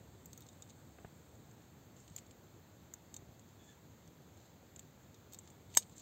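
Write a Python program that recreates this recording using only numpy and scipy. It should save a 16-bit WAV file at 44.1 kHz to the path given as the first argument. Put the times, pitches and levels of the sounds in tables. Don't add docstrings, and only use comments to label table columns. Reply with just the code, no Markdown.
import sys
import numpy as np
from scipy import signal
from scipy.io import wavfile
from scipy.ndimage import uniform_filter1d

SR = 44100
rng = np.random.default_rng(int(sys.argv[2]) if len(sys.argv) > 2 else 0)


def to_wav(s):
    ch = np.atleast_2d(s).T
    pcm = np.round(np.clip(ch, -1, 1) * 32767)
    wavfile.write(sys.argv[1], SR, pcm.astype(np.int16))


def nominal_scale(level):
    x = np.asarray(level, float) / 20
    return 10 ** x


N = 265261
LOW_CUT_HZ = 78


def evened(x):
    return x / np.sqrt(np.mean(x ** 2) + 1e-20)


def peaked(x):
    return x / abs(x).max()


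def add(mix, s, sound):
    part = mix[round(s * SR):][:len(sound)]
    part += sound[:len(part)]


def band(x, lo_hz, hi_hz):
    return signal.sosfilt(signal.butter(2, [lo_hz, hi_hz], "band", fs=SR, output="sos"), x)


def ring(t, hz, t60):
    return np.sin(2 * np.pi * hz * t) * nominal_scale(-60 * t / t60)


# hz, density_db (dB per Hz)
AIR_SPECTRUM = [(40, -5.5), (70, 4), (93, -1), (217, -8), (455, -14), (821, -19.5), (1360, -22.5),
                (2200, -26.5), (2900, -30), (3600, -27), (4700, -30)]
# time_s, level_db
TRAFFIC_SWELL = [(0.0, -60.5), (0.6, -63), (1.42, -61), (1.56, -62.5), (4.75, -64), (6.01, -62)]


def air():
    frames, hz = N // 256 + 5, np.fft.rfftfreq(1024, 1 / SR)
    real, imaginary, patches = rng.standard_normal((frames, 513, 3)).T
    patches = uniform_filter1d(patches, size=10, axis=0)
    patches = evened(uniform_filter1d(patches, size=10, axis=1))
    spectrum_hz, density_db = np.transpose(AIR_SPECTRUM)
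    swell_s, swell_db = np.transpose(TRAFFIC_SWELL)
    swell_db = np.interp(np.arange(frames) * 256 / SR, swell_s, swell_db - swell_db.mean())
    field_db = np.interp(np.log(hz + 1), np.log(spectrum_hz), density_db)[:, None] + 0.75 * patches
    field_db = field_db + swell_db / (1 + (hz[:, None] / 500) ** 2)
    spectra = (real + 1j * imaginary) * nominal_scale(field_db)
    wash = signal.istft(spectra, nperseg=1024, noverlap=768)[1][:N]
    low_cut = signal.butter(4, LOW_CUT_HZ, "high", fs=SR, output="sos")
    return nominal_scale(-60) * evened(signal.sosfilt(low_cut, wash))


def stroke(start, length, blunt):
    return np.sin(np.pi * np.clip((np.arange(N) / SR - start) / length, 0, 1)) ** blunt


# start_s, length_s, level_db
GRIPS = [
    (-.4, 2.4, -81.5),
    (.2, 0.28, -84),
    (1.98, 0.21, -81),
    (5.28, .5, -88),
    (5.7, 0.23, -76),
]
# start_s, length_s, level_db, low_share_db
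SCRAPES = [(0.325, 0.16, -79, 1), (.688, 0.028, -64, 1), (1.95, 0.12, -69, -12), (2.1, 0.14, -71.5, -1),
           (3.443, 0.062, -86, -12), (3.604, 0.16, -71.5, -6), (4.33, 0.21, -85, 11),
           (5.313, 0.058, -69, -9), (5.415, .1, -72, -6), (5.702, 0.15, -63.5, 1.5), (5.819, 0.019, -70, 6),
           (5.908, 0.038, -70.5, -1), (5.949, 0.098, -60.5, -3)]


def rubbing():
    slip_size = nominal_scale(2.7 * np.minimum(rng.exponential(1, N), 5))
    slips = slip_size * rng.standard_normal(N) * (rng.random(N) < 5000 / SR)
    pressure = sum(nominal_scale(level_db) * stroke(start, length, 0.66) for start, length, level_db in GRIPS)
    out = pressure * 2.2 * evened(band(slips, 7630, 8860))
    bright = evened(band(slips, 5400, 8360))
    low = evened(band(slips, 3200, 6800))
    for start, length, level_db, low_db in SCRAPES:
        out += nominal_scale(level_db) * stroke(start, length, 0.74) * (bright + nominal_scale(low_db) * low)
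    return out


def tick(db, hz, knock_db, sizzle_db, handle, low_hz):
    t = np.arange(1600) / SR
    t60 = 0.025 * np.exp(-0.012 * (db + 42))
    early = 0.13 * nominal_scale(-60 * t / 0.0039)
    late = 0.088 * nominal_scale(-60 * t / (1.3 * t60))
    tap = rng.standard_normal(len(t)) * (early + late) + (t == 0)

    def rung(modes):
        return peaked(np.convolve(tap, modes)[:len(t)])

    blade = 0.5 * rung(ring(t, hz * 0.96, 0.5 * t60) + ring(t, hz * 1.05, 0.63 * t60))
    blade += 0.84 * peaked(band(tap, 5680, 9800)) + 0.5 * rung(ring(t, 8030, 0.0048))
    knock = handle * rung(ring(t, 3720, 0.032) + 0.38 * ring(t, 4400, 0.022))
    knock += peaked(band(tap, low_hz, 7200))
    sizzle = 0.24 * rung(ring(t, 14300, 0.012) + 0.8 * ring(t, 12400, 0.013))
    sizzle += 0.74 * peaked(band(tap, 11000, 15300))
    return nominal_scale(db) * (blade + nominal_scale(knock_db + 10.5) * knock + nominal_scale(sizzle_db + 15.5) * sizzle)


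# time_s, peak_db, blade_hz, handle_knock_db, sizzle_db
PIVOT_TICKS = [(0.2577, -42.5, 7040, -41, -6.5), (0.3308, -40.5, 6800, -14.5, -15),
               (0.376, -41, 6450, -19, -10), (0.406, -49, 6600, -12, -5), (0.4202, -54, 6900, -2.5, -14),
               (0.4657, -58, 7250, -0.5, -19), (0.4873, -45.5, 6530, -14, -23),
               (0.5297, -60, 7340, -7, -22), (0.622, -40.5, 6670, -13.5, -20),
               (0.6963, -53, 6800, -19, -24), (3.1416, -36, 7060, -15.5, -20),
               (3.1645, -36.5, 7130, -19, -22), (5.1434, -56, 6360, -5.5, -26),
               (5.323, -46, 6300, -14, -19), (5.3337, -37.5, 6400, -18, -16),
               (5.345, -39.5, 6100, -13, -15), (5.388, -39, 8040, -33, -21)]


def pivot_ticks():
    out = np.zeros(N)
    for s, *row in PIVOT_TICKS:
        add(out, s + 0.00068, tick(*row, handle=0.37, low_hz=3380))
    return out


# time_s, peak_db
TOUCHES = [(0.6764, -61), (1.3533, -59), (1.5125, -57), (1.6194, -60), (1.9659, -56), (2.0994, -55),
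           (2.2644, -57), (3.489, -60), (4.373, -58), (4.4614, -64), (4.8294, -59), (5.0344, -65),
           (5.7018, -57), (5.896, -54)]


def tip_touches():
    out = np.zeros(N)
    for s, db in TOUCHES:
        add(out, s + 0.0004, tick(db, hz=7020, knock_db=-10.5, sizzle_db=-21, handle=0.08, low_hz=2000))
    return out


# time_s, level_db, contact_ms
DROPS = [
    (.986, -43.5, 0.12),
    (1.0478, -37.5, 0.23),
    (3.223, -50, 0.6),
    (3.291, -50, 0.65),
]
# delay_ms, level_db, contact_stretch (below 0 flips the sign)
SOIL_RETURNS = [(.95, -11, .9), (2.05, -5, .8), (3.6, -6, 1.1), (3.3, -10, 5.0), (8, -15, -9.0)]


def drop(db, ms):
    t = np.arange(-40, 2600) / SR * 1000

    def push(delay, stretch):
        return np.sign(stretch) * np.exp(-abs((t - delay) / (ms * stretch)) ** 2.2)

    returns = sum(nominal_scale(return_db) * push(delay, stretch) for delay, return_db, stretch in SOIL_RETURNS)
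    settling = (t > 0) * (0.092 * np.exp(-t / 4) + 0.04 * np.exp(-t / 30))
    crumbs = evened(band(rng.standard_normal(len(t)), 840, 3000)) * settling
    return nominal_scale(db) * (push(0, 1) - returns + crumbs)


def berry_drops():
    out = np.zeros(N)
    for s, *row in DROPS:
        add(out, s - 40 / SR, band(drop(*row), LOW_CUT_HZ / 2, 2400))
    return out


# time_s, peak_db, blade_hz, knock_db, sizzle_db
NICKS = [(2.0023, -53.5, 7500, -20, -20), (2.0786, -50.5, 6660, -7, -29), (2.163, -32, 6930, -21, -14.5),
         (2.1779, -46, 6680, -13, -25), (2.1841, -42, 7370, -11.5, -25), (2.1873, -42, 6920, -17, -26),
         (2.31, -49.5, 7200, -9.5, -24), (2.938, -34.5, 6900, -50, -15.5), (3.3948, -49.5, 7100, -18, -25),
         (4.0763, -55.5, 6100, -4, -22), (4.7616, -41.5, 7500, -19, -25), (4.7935, -39, 7300, -16, -18),
         (5.475, -54.5, 7050, -2.5, -22), (5.5019, -50, 7950, -19, -19), (5.8234, -49, 7440, -5, -30),
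         (5.9658, -48, 6760, -24.5, -25), (5.9802, -45, 6900, -23, -24), (5.9974, -49, 7600, -15, -11)]
# time_s, peak_db, blade_hz, knock_db, sizzle_db
STEM_BITES = [
    (5.741, -45, 6750, -14, -26),
    (5.7496, -39, 6750, -5, -8),
]


def nicks():
    out = np.zeros(N)
    for s, *row in [*NICKS, *STEM_BITES]:
        add(out, s + 0.0004, tick(*row, handle=0.033, low_hz=2000))
    return out


# time_s, slip_rate_hz, level_db, first_harmonic_db
SQUEAK = [
    (3.589, 1760, -81, -12),
    (3.6, 1707, -69, -7),
    (3.64, 1715, -73, -8),
    (3.67, 1720, -74, -13),
    (3.69, 1736, -67.5, 2),
    (3.715, 1713, -69, -7),
    (3.736, 1680, -80, 7),
]


def squeak():
    s, *columns = np.transpose(SQUEAK)
    t = np.arange(s[0], s[-1], 1 / SR)
    hz, db, first_db = (np.interp(t, s, column) for column in columns)
    wobble, flutter = (evened(uniform_filter1d(rng.standard_normal(len(t)), size=150)) for _ in range(2))
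    turn = 2 * np.pi * np.cumsum(hz * (1 + 0.0246 * wobble)) / SR
    stack = nominal_scale(first_db) * np.sin(turn) + np.sin(2 * turn)
    stack += 0.15 * np.sin(3 * turn) + 0.33 * np.sin(4 * turn)
    out = np.zeros(N)
    add(out, s[0], nominal_scale(db + 3.3 * flutter) * stack)
    return out


# time_s, strength_db, crack_share (0-1), edge_ring_db
BLOWS = [
    (5.77035, -5, .6, -18),
    (5.7714, -11, .1, -12),
    (5.7727, -1, .06, 0),
    (5.77333, -1.5, .08, -8),
]
# hz, level_db, t60_s
HANDLE_MODES = [(943, -31, 0.033), (1810, -52, 0.019), (2280, -35.5, .03)]
# hz, level_db, t60_s
BLADE_MODES = [(3760, 1.5, 0.044), (4270, -8, 0.057), (5285, 11, .035), (6340, -3, .04), (6900, -7, .035),
               (7360, -5, 0.05), (7640, -3, 0.04), (8500, 1, 0.047), (11700, -5, .02), (13170, -13, 0.039),
               (14800, -11, .02)]


def snip():
    t, out = np.arange(5000) / SR, np.zeros(N)
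    chatter = [(5.7744 + k * 0.0017, -5 - 7 * k, 0.073, -13) for k in range(6)]
    clash = 0.78 * ring(t, 6870, 0.0068) + 1.82 * ring(t, 8200, 0.006)
    edge = ring(t, 12140, 0.007) + 0.94 * ring(t, 12900, 0.0028) + 0.67 * ring(t, 16000, 0.003)
    crack = np.exp(-(t / 0.00004 - 2) ** 2) - 0.21 * np.exp(-t / 0.00033)
    for s, db, share, edge_db in [*BLOWS, *chatter]:
        blow = share * 0.4 * crack + (1 - share) * clash + 0.62 * nominal_scale(edge_db) * edge
        add(out, s, nominal_scale(-10.5 + db) * blow)
    shut_ring = sum(nominal_scale(db) * ring(t, hz, t60) for hz, db, t60 in BLADE_MODES)
    add(out, 5.7728, nominal_scale(-16.5) * peaked(shut_ring))
    handle_ring = sum(nominal_scale(db) * ring(t, hz, t60) for hz, db, t60 in HANDLE_MODES)
    add(out, BLOWS[0][0], handle_ring)
    out = band(out, 180, 19000)
    echo = rng.standard_normal(len(t)) * nominal_scale(-60 * t / 0.072) * (1 - np.exp(-t / 0.0015))
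    echo = band(echo, 2200, 16000)
    echo = echo / np.linalg.norm(echo)
    return out + nominal_scale(-14.5) * signal.oaconvolve(out, echo)[:N]


def scene():
    mix = air() + rubbing() + pivot_ticks() + tip_touches()
    mix += berry_drops() + nicks() + squeak() + snip()
    return mix[None]


def band_limit(x):
    return signal.sosfilt(signal.butter(12, 16970, fs=SR, output="sos"), x)


EDGES_HZ = [980, 4780, 6150, 7700, 8570, 11600, 12950, 17500]
BANDS_DB = [0.5, -1.5, -6, 2.5, -6, -18, -6.5, -3.5]


def record(dry):
    gains = nominal_scale(BANDS_DB)
    steps = gains - np.append(gains[1:], 0)
    n = np.arange(-730, 731)
    taps = sum(step * 2 * hz / SR * np.sinc(2 * hz / SR * n) for hz, step in zip(EDGES_HZ, steps))
    taps = taps * np.kaiser(len(n), 0.8)
    limit = signal.firwin(701, 15790, window=("kaiser", 4.5), fs=SR)
    limit = limit + nominal_scale(-30) * signal.unit_impulse(701, "mid")
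    mix = signal.oaconvolve(dry, np.convolve(taps, limit)[None], "same")
    return band_limit(mix)


dry = scene()
out = record(dry)
to_wav(out)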